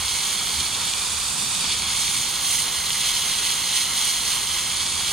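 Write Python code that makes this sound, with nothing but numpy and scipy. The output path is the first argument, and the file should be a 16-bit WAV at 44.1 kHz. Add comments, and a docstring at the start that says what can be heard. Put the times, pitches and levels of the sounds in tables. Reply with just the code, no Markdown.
"""First comes the steady rush of a handheld steamer, hissing where its jet hits a truck's painted panel.
Echoes between nozzle and panel give the hiss a hollow colour that slides as the hand moves.
Tiny droplets fizz in the steam, and distant traffic rumbles underneath.
Now and then the nozzle spits water, and the hiss flares as the jet bites on the panel."""
import sys
import numpy as np
from scipy import signal
from scipy.fft import rfft, irfft
from scipy.io import wavfile
from scipy.ndimage import uniform_filter1d

SR = 44100
rng = np.random.default_rng(int(sys.argv[2]) if len(sys.argv) > 2 else 0)


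def store_pcm(level_fs):
    """Save levels as 16-bit WAV."""
    pcm = np.round(np.clip(level_fs, -1, 1) * 32767).astype(np.int16)
    wavfile.write(sys.argv[1], SR, np.atleast_2d(pcm).T)


N = 225836
TIME = np.arange(N) / SR
FREQ = np.maximum(np.arange(N // 2 + 1) * SR / N, 1)


def gain(db):
    """Turn decibels into a number to multiply by."""
    return 10 ** (np.asarray(db) / 20)


def over_time(table):
    """Join the points of each column with straight lines in time."""
    time_s, *columns = np.transpose(table)
    return [np.interp(TIME, time_s, column) for column in columns]


def over_hz(table, column=1):
    """Join the points of one column with straight lines on a log-frequency scale."""
    rows = np.array(table)
    return np.interp(np.log(FREQ), np.log(rows[:, 0]), rows[:, column])


def shaped(x, gains):
    """Turn each frequency up or down by its own gain."""
    return irfft(rfft(x) * gains, N)


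def split(x, hz, order=12):
    """Return the parts below and above a frequency."""
    low = shaped(x, 1 / (1 + (FREQ / hz) ** order))
    return low, x - low


def at_level(pair, db):
    """Even out a stereo sound's loudness, then make it follow a level curve."""
    power = uniform_filter1d(pair.mean(axis=0) ** 2, size=SR // 3)
    return pair * gain(db) / np.sqrt(power)


def wander(rate_hz):
    """A smooth random wobble with a typical size of 1."""
    x = shaped(rng.standard_normal(N), 1 / (1 + (FREQ / rate_hz) ** 4))
    return (x - x.mean()) / x.std()


def stereo(three_noises, likeness, left_lead_rad=0):
    """Both sides share the first noise, and each gets one of the other two."""
    share = np.clip(likeness, 0, 1)
    phase_turn = np.exp(np.array([[.5j], [-.5j]]) * left_lead_rad)
    shared = shaped(three_noises[0], np.sqrt(share) * phase_turn)
    return shared + shaped(three_noises[1:], np.sqrt(1 - share))


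# how each microphone colours the steam, before each band gets its level: frequency_hz, gain_db
LEFT_MIC_COLOUR = [(330, 3), (600, -3.5), (1150, 7.5), (1700, 2), (3000, 8.5), (4400, 10), (5400, 8),
                   (5900, 11), (7200, 7), (8000, 13), (9500, 3.5), (10900, -0.5), (12400, 1.5), (15600, -2)]
RIGHT_MIC_COLOUR = [(330, 6), (620, -2.1), (950, 10.5), (1700, 2), (2600, 10.5), (3300, 12.5), (5000, 13),
                    (6500, 11.5), (7700, 14), (9600, 17.5), (10800, -1), (12000, 8), (14300, 3.5),
                    (15600, -5.5)]
# the hand's slow aim, which slides the hollow colour up: time_s, shift_hz, hiss_level_db
HAND_AIM = [(0, 89, -28.5), (.6, 170, -28), (.92, 270, -28), (.97, 320, -29), (1.35, 420, -30.5),
            (1.6, 400, -28.5), (1.85, 130, -27.2), (2.3, 140, -28.5), (2.55, 10, -29), (3.3, 10, -28),
            (4.6, 30, -29), (4.88, 170, -28), (5.12, 125, -29)]
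# the finest spray between flares: time_s, level_db
FINE_SPRAY = [(0, -42.5), (.5, -42.5), (.95, -45.3), (1.68, -46.3), (2.05, -43.5), (2.4, -41), (3.7, -42.5),
              (4.5, -41.5), (4.92, -47), (5.12, -42)]


def steam_jet(rush_db=-38.5, sizzle_db=-29.5, fade_shift_hz=420):
    """Swirling steam rushes steadily in the open air and sputters where it lands."""
    shift_hz, hiss_db = over_time(HAND_AIM)
    spray_db, = over_time(FINE_SPRAY)
    flare_db, treble_db = flares()
    # as the nozzle tilts, the hollow colour rises and fades and the hiss drifts to the right
    hollowness = np.exp(-np.abs(shift_hz / fade_shift_hz) ** 2.2)
    pan_db = 0.9 + 0.9 * hollowness ** 2  # left minus right
    steam = rng.standard_normal((3, N)) + gain(-8.5) * droplets(per_s=1500, spread_db=4.0)
    echoed = panel_echoes(steam, shift_hz, hollowness)
    at_mics = shaped(echoed, gain([over_hz(LEFT_MIC_COLOUR), over_hz(RIGHT_MIC_COLOUR)]))
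    # cut the sound into four bands, low to high
    _, rest = split(at_mics, hz=330, order=6)
    rush, rest = split(rest, hz=1850)
    hiss, rest = split(rest, hz=5820)
    sizzle, spray = split(rest, hz=10950, order=30)
    # uneven flow shakes the top three bands together; hiss and treble also flicker on their own
    flow_db = 0.59 * wander(17) + 0.51 * wander(190)
    fine_db = flow_db + treble_db + 0.29 * wander(60)
    hiss = at_level(hiss, hiss_db + flare_db + flow_db + .5 * wander(62))
    sizzle = at_level(sizzle, sizzle_db + fine_db)
    spray = at_level(spray, spray_db + fine_db)
    rush = at_level(rush, rush_db + 0.1 * flare_db + 0.7 * wander(13))
    return rush + (hiss + sizzle + spray) * gain(np.array([pan_db, -pan_db]) / 2)


def droplets(per_s, spread_db):
    """Tiny drops hit at random moments, a few much harder than the rest."""
    hits = rng.random((3, N)) < per_s / SR
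    sizes = gain(spread_db * np.minimum(rng.exponential(size=(3, N)), 4))
    fizz = hits * sizes * rng.choice([-1, 1], (3, N))
    return fizz / fizz.std()


# peaks and dips made by echoes between nozzle and panel: frequency_hz, width_hz, gain_db
ECHO_PEAKS = [(2078, 290, 9), (3170, 480, 11), (4187, 430, 9), (6540, 170, 5), (7800, 430, -13),
              (8190, 170, 2), (8650, 260, -13), (9050, 200, 2)]
# how alike the two microphones hear the jet: frequency_hz, likeness_0_to_1, left_lead_rad
MIC_LIKENESS = [(600, .72, 0), (1350, .74, 1), (2000, .93, 0), (4400, .9, -.4), (5100, .62, -.9),
                (5500, .3, -3.2), (6000, .72, -6.2), (6600, .82, -5.9), (7450, .65, -3.3),
                (8050, .65, -2.9), (8400, .72, -.3), (8780, .63, -2.4), (9300, .8, -1.2), (10600, .55, 0)]


def panel_echoes(steam, shift_hz, hollowness):
    """Echoes make the steam sound hollow; a slanting aim scatters it into an even hiss."""
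    peaks = 1 + sum((gain(db) - 1) / (1 + (2 * (FREQ - hz) / width_hz) ** 2)
                    for hz, width_hz, db in ECHO_PEAKS)
    pair = stereo(steam, over_hz(MIC_LIKENESS), over_hz(MIC_LIKENESS, column=2))
    hollow = shaped(pair, peaks)
    # tilting the nozzle slides every frequency up by shift_hz
    slide = np.exp(2j * np.pi * np.cumsum(shift_hz) / SR)
    hollow = np.real(signal.hilbert(hollow) * slide)
    # scattered sound is alike on both sides only at lower frequencies
    scattered = stereo(rng.standard_normal((3, N)), 0.58 / (1 + (FREQ / 5500) ** 4))
    return np.sqrt(hollowness) * hollow + np.sqrt(1 - hollowness) * gain(2.0) * scattered


# the rumble's tone, before each band gets its level: frequency_hz, gain_db
TRAFFIC_TONE = [(13, -38), (22, -3), (70, 1.5), (221, -3.5), (318, -11.5), (400, 2.5), (520, -39),
                (880, -120)]
# how loud the traffic is: time_s, deep_rumble_db, hum_db, upper_rumble_db
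TRAFFIC_LEVELS = [(0, -42, -44, -51), (.25, -53, -57, -49), (.6, -46, -46.5, -45.5), (.9, -49, -57, -48),
                  (1.22, -47, -45, -51.5), (1.35, -50.5, -59, -43.5), (1.9, -44.5, -46.5, -46),
                  (2.4, -49, -59, -48), (3.1, -47, -58, -48.5), (3.7, -51.5, -58, -48.5),
                  (4.5, -48.5, -52, -49.5), (5.12, -47, -51, -46.5)]


def distant_traffic(hum_hz=78, hum_width_hz=6):
    """Far-off traffic rumbles with a wavering engine hum, nearly the same on both sides."""
    noise = stereo(rng.standard_normal((3, N)), likeness=0.91)
    rumble, _ = split(shaped(noise, gain(over_hz(TRAFFIC_TONE))), hz=327)
    deep, upper = split(rumble, hz=131, order=10)
    hum_band = 1 / (1 + ((FREQ - hum_hz) / hum_width_hz) ** 4)
    hum = shaped(stereo(rng.standard_normal((3, N)), likeness=1.0), hum_band)
    deep_db, hum_db, upper_db = over_time(TRAFFIC_LEVELS)
    return at_level(deep, deep_db) + at_level(hum, hum_db) + at_level(upper, upper_db)


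# drops spat from the nozzle, before their lows and highs are trimmed: start_s, level_db, pitch_hz
WATER_SPITS = [(0.0824, -5, 4200), (0.6025, -5, 3500), (0.6065, -2, 3470), (0.609, -7, 3360),
               (0.937, -1, 3240), (0.9387, -7, 2900), (2.9051, 0, 3312), (2.9309, -8, 4350),
               (3.3373, -2, 3300), (3.386, -5, 3120), (4.8642, -4, 3436), (4.8672, -9, 4480)]


def water_spits(ring_s=0.00033, spatter_s=0.00073):
    """Each drop bursts with a tiny ring and leaves a short spatter."""
    spits = np.zeros((2, N))
    t = TIME[:512]
    for start_s, level_db, pitch_hz in WATER_SPITS:
        burst = np.sin(2 * np.pi * pitch_hz * t) * np.exp(-t / ring_s)
        spatter = 0.2 * rng.standard_normal((2, len(t))) * np.exp(-t / spatter_s)
        start = int(start_s * SR)
        spits[:, start:start + len(t)] += gain(level_db) * (burst + spatter)
    softened, _ = split(spits, hz=9500)
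    _, ticks = split(softened, hz=3000, order=4)
    return ticks


# moments when the hiss flares: middle_s, length_s, hiss_rise_db, treble_rise_db
HISS_FLARES = [(.28, 0.13, 1.3, 1.7), (1.7, .11, 3, 0), (2.01, 0.22, 1, 2.6), (2.167, .12, -0.5, 1.5),
               (2.544, .17, 3, 5), (3.044, .14, 3, 2.5), (3.265, .2, 2, 1.6), (3.484, 0.091, 3, 3),
               (3.78, 0.17, 3.5, 2.5), (4.04, .23, 2.5, 3), (4.307, 0.14, 3.5, 2.5), (4.563, .13, 2.2, 1),
               (5.11, .15, 2, 0.5)]


def flares(steepness=2.75):
    """The jet bites on the panel: smooth, flat-topped swells in dB for the hiss and the treble."""
    hiss_db, treble_db = np.zeros((2, N))
    for middle_s, length_s, hiss_rise_db, treble_rise_db in HISS_FLARES:
        swell = .5 ** (np.abs(2 * (TIME - middle_s) / length_s) ** steepness)
        hiss_db += hiss_rise_db * swell
        treble_db += treble_rise_db * swell
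    return hiss_db, treble_db


def scene():
    """The steamer hisses and spits over distant traffic."""
    return steam_jet() + water_spits() + distant_traffic()


def record(dry):
    """Cut away the very highest treble."""
    top_hz = 15750
    return signal.sosfilt(signal.ellip(10, .1, 80, top_hz, fs=SR, output="sos"), dry)


dry = scene()
out = record(dry)
store_pcm(out)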